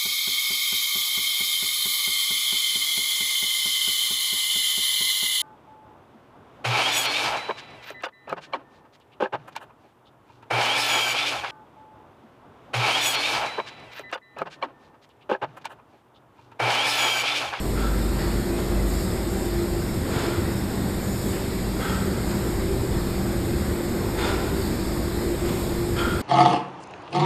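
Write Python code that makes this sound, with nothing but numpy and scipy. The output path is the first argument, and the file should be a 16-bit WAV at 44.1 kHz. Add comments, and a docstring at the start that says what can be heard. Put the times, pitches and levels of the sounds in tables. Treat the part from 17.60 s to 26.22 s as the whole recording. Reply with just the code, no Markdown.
"""Motors hum over the roar of many distant machines and a hiss of running yarn and air in a factory hall.
About every four seconds a mechanism clanks and later clatters back, with small rattles, bumps and puffs between.
Hums are wandering sines frayed by narrow noise; the din is coloured noise; strokes are noise bursts through
resonances; bumps are short sines. The hall smears strokes, bumps and puffs; a walker's phone hears it all."""
import sys
import numpy as np
from scipy import signal
from scipy.fft import rfft, irfft, next_fast_len
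from scipy.io import wavfile
from scipy.ndimage import uniform_filter1d, map_coordinates

SR = 44100
rng = np.random.default_rng(int(sys.argv[2]) if len(sys.argv) > 2 else 0)


def unload_audio(sound):
    """Save the sound as a 16-bit wav file, at the path given as the first command line argument."""
    columns = np.transpose(np.atleast_2d(sound))
    # keep every value between -1 and 1, then stretch to whole-number steps
    steps = np.round(np.clip(columns, -1, 1) * 32767)
    wavfile.write(sys.argv[1], SR, steps.astype(np.int16))


N = 380007
TIME = np.arange(N) / SR


def amp(db):
    """Decibels to gain."""
    return 10 ** (np.asarray(db) / 20)


def unit(x):
    """Scale to rms 1."""
    return x / np.sqrt(np.mean(x ** 2) + 1e-20)


def along(points, hz):
    """(frequency, value) points read on a log frequency axis."""
    f, v = np.transpose(points)
    return np.interp(np.log(hz + 1), np.log(f + 1), v)


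def curves(rows):
    """One value per sample for each column after the time."""
    s, *columns = np.transpose(rows)
    return [np.interp(TIME, s, column) for column in columns]


def wobble(rate):
    """A smooth random curve through normal draws, rate knots a second."""
    knots = rng.standard_normal(int(N * rate / SR) + 4)
    coarse = TIME[::100]
    return np.interp(TIME, coarse, map_coordinates(knots, [coarse * rate]))


def filtered(x, response):
    """x times a response of frequency, padded so the end does not wrap round."""
    m = next_fast_len(N + SR // 2)
    return irfft(rfft(x, m) * response(np.fft.rfftfreq(m, 1 / SR)), m)[:N]


def noise(gain, size):
    """Noise of rms 1 coloured by a gain of frequency."""
    spectrum = rfft(rng.standard_normal(size)) * gain(np.fft.rfftfreq(size, 1 / SR))
    return unit(irfft(spectrum, size))


def resonance(hz, centre_hz, width_hz):
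    """Gain of one resonance; squared by a caller, it is narrower than width_hz."""
    return hz * width_hz / np.hypot(centre_hz ** 2 - hz ** 2, hz * width_hz)


def tone(hz, wander_hz, rate):
    """A sine of rms 1 whose pitch wanders."""
    pitch = hz + wander_hz * wobble(rate)
    return np.sqrt(2) * np.sin(2 * np.pi * np.cumsum(pitch) / SR)


def burst(t, length, rise, fall):
    """Envelope that builds up, holds until length and dies away (all s; rise and fall to 1/e)."""
    return (1 - np.exp(-t / rise)) * np.exp(-np.maximum(t - length, 0) / fall)


def add(track, s, x):
    """Mix x into the track from time s."""
    part = track[max(round(s * SR), 0):][:len(x)]
    part += x[:len(part)]


def shaft():
    """A slow shaft drones as a wandering low sine, strongest early in the walk."""
    # drone along the walk: (time [s], level [dB])
    drone = [(0, -33), (.15, -26), (.75, -27), (1.02, -37), (1.25, -23), (1.5, -30), (2.12, -31),
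             (2.27, -47), (3.6, -43), (5, -33.5), (6.3, -38), (7, -38), (8.62, -43)]
    flutter_db = 2.5
    level_db, = curves(drone)
    return amp(level_db + flutter_db * wobble(5.8)) * tone(50.2, wander_hz=1.02, rate=9)


def fan():
    """A fan hums, swelling and sinking along the walk; turbulence frays its tone with narrow noise."""
    # hum along the walk, before the trim: (time [s], level [dB])
    swells = [(0.1, -41), (1.1, -32.5), (1.5, -38.5), (2.15, -29.5), (2.45, -42.5), (2.7, -32), (3.2, -51),
              (3.75, -34.5), (4.4, -51), (4.75, -31.5), (5.0, -40), (5.35, -35), (6.3, -32), (7.05, -42),
              (7.8, -30), (8.6, -34.5)]
    fan_hz, wander_hz = 347, 1.97
    trim_db, flutter_db = -0.2, 1.5
    fray_db, fray_width_hz = -7.5, 25
    level_db, = curves(swells)
    fray = noise(lambda hz: resonance(hz, fan_hz, fray_width_hz) ** 2, N)
    hum = tone(fan_hz, wander_hz, rate=12) + amp(fray_db) * fray
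    return amp(level_db + trim_db + flutter_db * wobble(9)) * hum


def blurred(centre_hz, width_hz):
    """A whine blurred into narrow noise of rms 1 around its pitch."""
    return noise(lambda hz: resonance(hz, centre_hz, width_hz) ** 2, next_fast_len(N))[:N]


def motors():
    """Two frayed hums swell and fade as the walker crosses standing waves; far whines are narrow noise."""
    # two smaller motors: (pitch [Hz], wander [Hz])
    tones = [(193.7, 1.2), (387.8, 1.14)]
    # their hums along the walk, before the trim: (time [s], lower hum level [dB], higher hum level [dB])
    standing_waves = [(0.1, -39, -39.5), (1.0, -35.5, -45), (1.45, -39.5, -38), (2.1, -40, -47),
                      (2.9, -36.5, -49), (3.5, -35, -43.5), (4.2, -36, -38), (4.7, -31, -47),
                      (5.1, -38, -33.5), (5.85, -37, -47), (6.5, -44, -35.5), (7.2, -45, -41),
                      (8.6, -45, -41)]
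    # faint whines of farther machines, before the trim: (pitch [Hz], level [dB])
    far_whines = [(116, -40), (229, -43), (443, -50.5), (556, -54), (600, -57), (648, -53), (775, -52.5),
                  (1351, -66), (1561, -59), (3639, -67)]
    hum_trim_db, whine_trim_db = -1.1, -1.0
    flutter_db = 1  # chance fading on top of the standing waves
    fray_db, fray_width_hz, whine_width_hz = -5, 24, 10
    out = np.zeros(N)
    for (hz, wander_hz), level_db in zip(tones, curves(standing_waves)):
        gain = amp(level_db + hum_trim_db + flutter_db * wobble(6))
        hum = tone(hz, wander_hz, rate=9) + amp(fray_db) * blurred(hz, fray_width_hz)
        out += gain * hum
    for hz, level_db in far_whines:
        out += amp(level_db + whine_trim_db) * blurred(hz, whine_width_hz)
    return out


def smoothed_field(shape, bins, frames):
    """Random field of rms 1, smoothed over frequency bins and time frames."""
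    field = uniform_filter1d(rng.standard_normal(shape), size=bins, axis=0)
    return unit(uniform_filter1d(field, size=frames, axis=1))


def rush(spectrum, patchy_db):
    """Noise of rms 1 with drifting patches of random gain and a finer, quicker grain."""
    # fine grain, roughest in the low treble: (frequency [Hz], depth [dB])
    grain_depth = [(500, .5), (2000, .8), (3000, 2.6), (4200, 1.4), (6000, .5)]
    hz, _, z = signal.stft(rng.standard_normal(N), SR, nperseg=1024)
    patches = patchy_db * smoothed_field(z.shape, bins=7, frames=9)
    grain = along(grain_depth, hz)[:, None] * smoothed_field(z.shape, bins=2, frames=6)
    x = signal.istft(z * amp(patches + grain), SR, nperseg=1024)[1][:N]
    return unit(filtered(x, lambda hz: amp(along(spectrum, hz))))


def din():
    """Many distant machines merge into rumble, roar and hiss; the first two swell slightly and slowly grow."""
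    # relative spectrum of the low rumble: (frequency [Hz], density [dB per Hz])
    rumble_spectrum = [(12, -8), (28, -17.5), (55, 1), (70, 0), (110, -2), (145, -5), (185, -4.5),
                       (260, -17.5), (600, -57)]
    # relative spectrum of the roar: (frequency [Hz], density [dB per Hz])
    roar_spectrum = [(120, -30.5), (190, -2.5), (232, 1), (280, -3.5), (320, 0.5), (365, -3.5), (420, -6.5),
                     (520, -8), (700, -13.5), (1150, -17.5), (1500, -19.5), (2100, -20.5), (2900, -30.5),
                     (6000, -36.5)]
    # relative spectrum of the yarn and air hiss: (frequency [Hz], density [dB per Hz])
    hiss_spectrum = [(1000, -28), (2500, -16), (2950, -9), (3600, 1), (4300, 1), (5000, 2.5), (6600, -3),
                     (7700, 3), (9300, -2), (11000, -3), (12200, -0.5), (13500, -7.5), (14300, -12)]
    rumble_db, roar_db, hiss_db = -29, -30, -40.5
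    rumble_swell_db, roar_swell_db = 1, 0.26
    rise_db_per_s = 0.14  # on the way toward the line
    approach_db = rise_db_per_s * (TIME - TIME.mean())
    rumble_gain = amp(rumble_db + approach_db + rumble_swell_db * wobble(7.1))
    roar_gain = amp(roar_db + approach_db + roar_swell_db * wobble(3.16))
    rumble = rumble_gain * rush(rumble_spectrum, patchy_db=0.0)
    roar = roar_gain * rush(roar_spectrum, patchy_db=0.9)
    hiss = amp(hiss_db) * rush(hiss_spectrum, patchy_db=1.2)
    return rumble + roar + hiss


def hall(x):
    """A sound and the hall's long tail, drawn afresh each call; lows ring longest, high treble dies first."""
    # reverberation: (frequency [Hz], time to fall 60 dB [s])
    decay = [(100, 3.1), (1400, 1.17), (4000, 1.2), (12000, 0.49)]
    direct_db, tail_db = -0.5, -2
    hz, t, z = signal.stft(rng.standard_normal(3 * SR // 2), SR, nperseg=256)
    fade = amp(-60 * t / along(decay, hz)[:, None])
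    tail = signal.istft(z * fade, SR, nperseg=256)[1]
    out = amp(tail_db) * signal.fftconvolve(x, tail / np.linalg.norm(tail))
    add(out, 0, amp(direct_db) * x)
    return out[:N]


def mechanism():
    """Each stroke is a dense run of contacts that rings the steel frame, a cover plate and a small linkage."""
    # strokes, levels before the hall: (time [s], level [dB], frame ring [dB], plate ring [dB],
    # rattle length [s], build-up [s], linkage ring [Hz], linkage ring [dB]); rings relative to the stroke
    strokes = [(0.15, -35.5, -8, -4.5, 0.085, 0.017, 3400, -15),
               (0.57, -34, -14, -14, 0.049, 0.02, 1740, -5),
               (0.972, -36.5, -14, -16, 0.025, 0.0098, 3320, -11),
               (2.43, -35, -16, -14, .07, 0.028, 2500, -18),
               (2.508, -31, -13, -10, 0.12, 0.025, 3460, -12.5),
               (3.721, -36, -20, -20, 0.029, .012, 2760, -8),
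               (4.185, -35.5, -1, -9, 0.12, 0.011, 3300, -11),
               (4.686, -38.5, -15, -15, 0.028, .012, 2950, -16),
               (6.57, -29.5, -14, -10, 0.12, 0.011, 3600, -11.5),
               (6.95, -44, -19, -19, 0.056, .012, 3500, -18),
               (7.838, -36, -20, -20, 0.061, 0.011, 3370, -14),
               (8.36, -31.5, -7, 0.5, 0.046, 0.007, 3250, -5.5)]
    # steel frame modes: (pitch [Hz], width before squaring [Hz], level [dB])
    frame_modes = [(1290, 130, 2), (1540, 160, -1), (1910, 220, -10)]
    # linkage modes: (ratio to its main ring, level [dB])
    link_modes = [(.76, -4.5), (1, 2.5), (1.08, -24), (1.34, -8)]
    # relative spectrum of loose parts clattering: (frequency [Hz], density [dB per Hz])
    clatter_spectrum = [(100, -18), (350, 18), (600, 6.5), (950, 9), (1400, 3), (2000, 3.5), (2600, -1),
                        (2980, -1.5), (3400, -3.5), (4300, -3.5), (5100, -4), (7000, -6.5), (13000, -21)]
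    plate_hz, plate_width_hz, link_width_hz = 1393, 230, 340
    scatter_db = 2  # unevenness of the contacts within a stroke
    # the linkage stops almost with the contacts; the plate rings longest
    rattle_fall_s, link_fall_s, frame_fall_s, plate_fall_s = 0.059, 0.017, 0.05, 0.13

    def frame_gain(hz):
        return sum(amp(db) * resonance(hz, centre, width) ** 2 for centre, width, db in frame_modes)

    def link_gain(hz, main_hz):
        return sum(amp(db) * resonance(hz, ratio * main_hz, link_width_hz) ** 2 for ratio, db in link_modes)

    out, t = np.zeros(N), np.arange(SR) / SR
    for s, level_db, frame_db, plate_db, length, rise, link_hz, link_db in strokes:
        contacts = unit(amp(scatter_db * noise(lambda hz: hz < 70, len(t))))
        clatter = contacts * noise(lambda hz: amp(along(clatter_spectrum, hz)), len(t))
        link = contacts * noise(lambda hz: link_gain(hz, link_hz), len(t))
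        frame = noise(frame_gain, len(t))
        plate = noise(lambda hz: resonance(hz, plate_hz, plate_width_hz) ** 2, len(t))
        stroke = burst(t, length, rise, rattle_fall_s) * clatter
        stroke += amp(link_db) * burst(t, length, rise, link_fall_s) * link
        stroke += amp(frame_db) * burst(t, length, rise, frame_fall_s) * frame
        stroke += amp(plate_db) * burst(t, length, rise, plate_fall_s) * plate
        add(out, s, hall(amp(level_db) * stroke))
    return out


def air():
    """Valves let off soft puffs: a broad jet of noise, each with a breathy whistle of narrower noise."""
    # puffs, before the hall: (time [s], length [s], level [dB], whistle pitch [Hz],
    # whistle level relative to the jet [dB])
    puffs = [(0.582, 0.062, -51, 4530, 4.5), (1.263, 0.17, -44.5, 7500, -4), (1.301, 0.11, -54, 4900, 4),
             (1.696, 0.15, -47, 7500, -4), (3.398, .17, -47.5, 7050, -2), (3.571, 0.17, -42.5, 7750, -7),
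             (4.181, 0.26, -47, 8000, -4), (4.602, 0.32, -48, 7500, -7), (6.948, 0.13, -45.5, 4560, -3),
             (7.18, 0.11, -57, 4850, 10), (7.527, 0.17, -51, 7740, -2), (7.849, 0.2, -44, 7600, -10)]
    out, t = np.zeros(N), np.arange(SR) / SR
    for s, length, level_db, whistle_hz, whistle_db in puffs:
        jet = noise(lambda hz: resonance(hz, centre_hz=8500, width_hz=10000), len(t))
        whistle = noise(lambda hz: resonance(hz, whistle_hz, width_hz=520) ** 2, len(t))
        puff = jet + amp(whistle_db) * whistle
        add(out, s, amp(level_db) * burst(t, length, rise=0.0067, fall=0.04) * puff)
    return out


def bumps():
    """A heavy part settles with a brief low knock, a quickly dying sine."""
    # dull knocks, before the trim and the hall: (time [s], level [dB], pitch [Hz])
    knocks = [(0.598, -31, 110), (2.114, -22.5, 97), (2.561, -18, 118)]
    trim_db = -1.0
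    out, t = np.zeros(N), np.arange(SR // 2) / SR
    for s, level_db, hz in knocks:
        envelope = burst(t, length=0.0037, rise=0.0024, fall=0.026)
        add(out, s, amp(level_db + trim_db) * envelope * np.sin(2 * np.pi * hz * t))
    return out


def scene():
    """The line's strokes, bumps and puffs sound through the hall, over the hums and din."""
    hums = shaft() + fan() + motors()
    line = mechanism() + hall(air() + bumps())  # mechanism() sends each stroke through the hall itself
    return (hums + din() + line)[None]


def record(dry):
    """The phone has two deep notches in the treble and a band limit."""
    # dead bands of the phone: (centre [Hz], half width to 1/e of the dip [Hz])
    dead_bands = [(6000, 406), (10270, 590)]
    top_hz = 14280

    def response(hz):
        dips = [1 - np.exp(-((hz - centre) / width) ** 2) for centre, width in dead_bands]
        return np.prod(dips, axis=0) * (hz < top_hz)

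    return filtered(dry[0], response)[None]


dry = scene()
out = record(dry)
unload_audio(out)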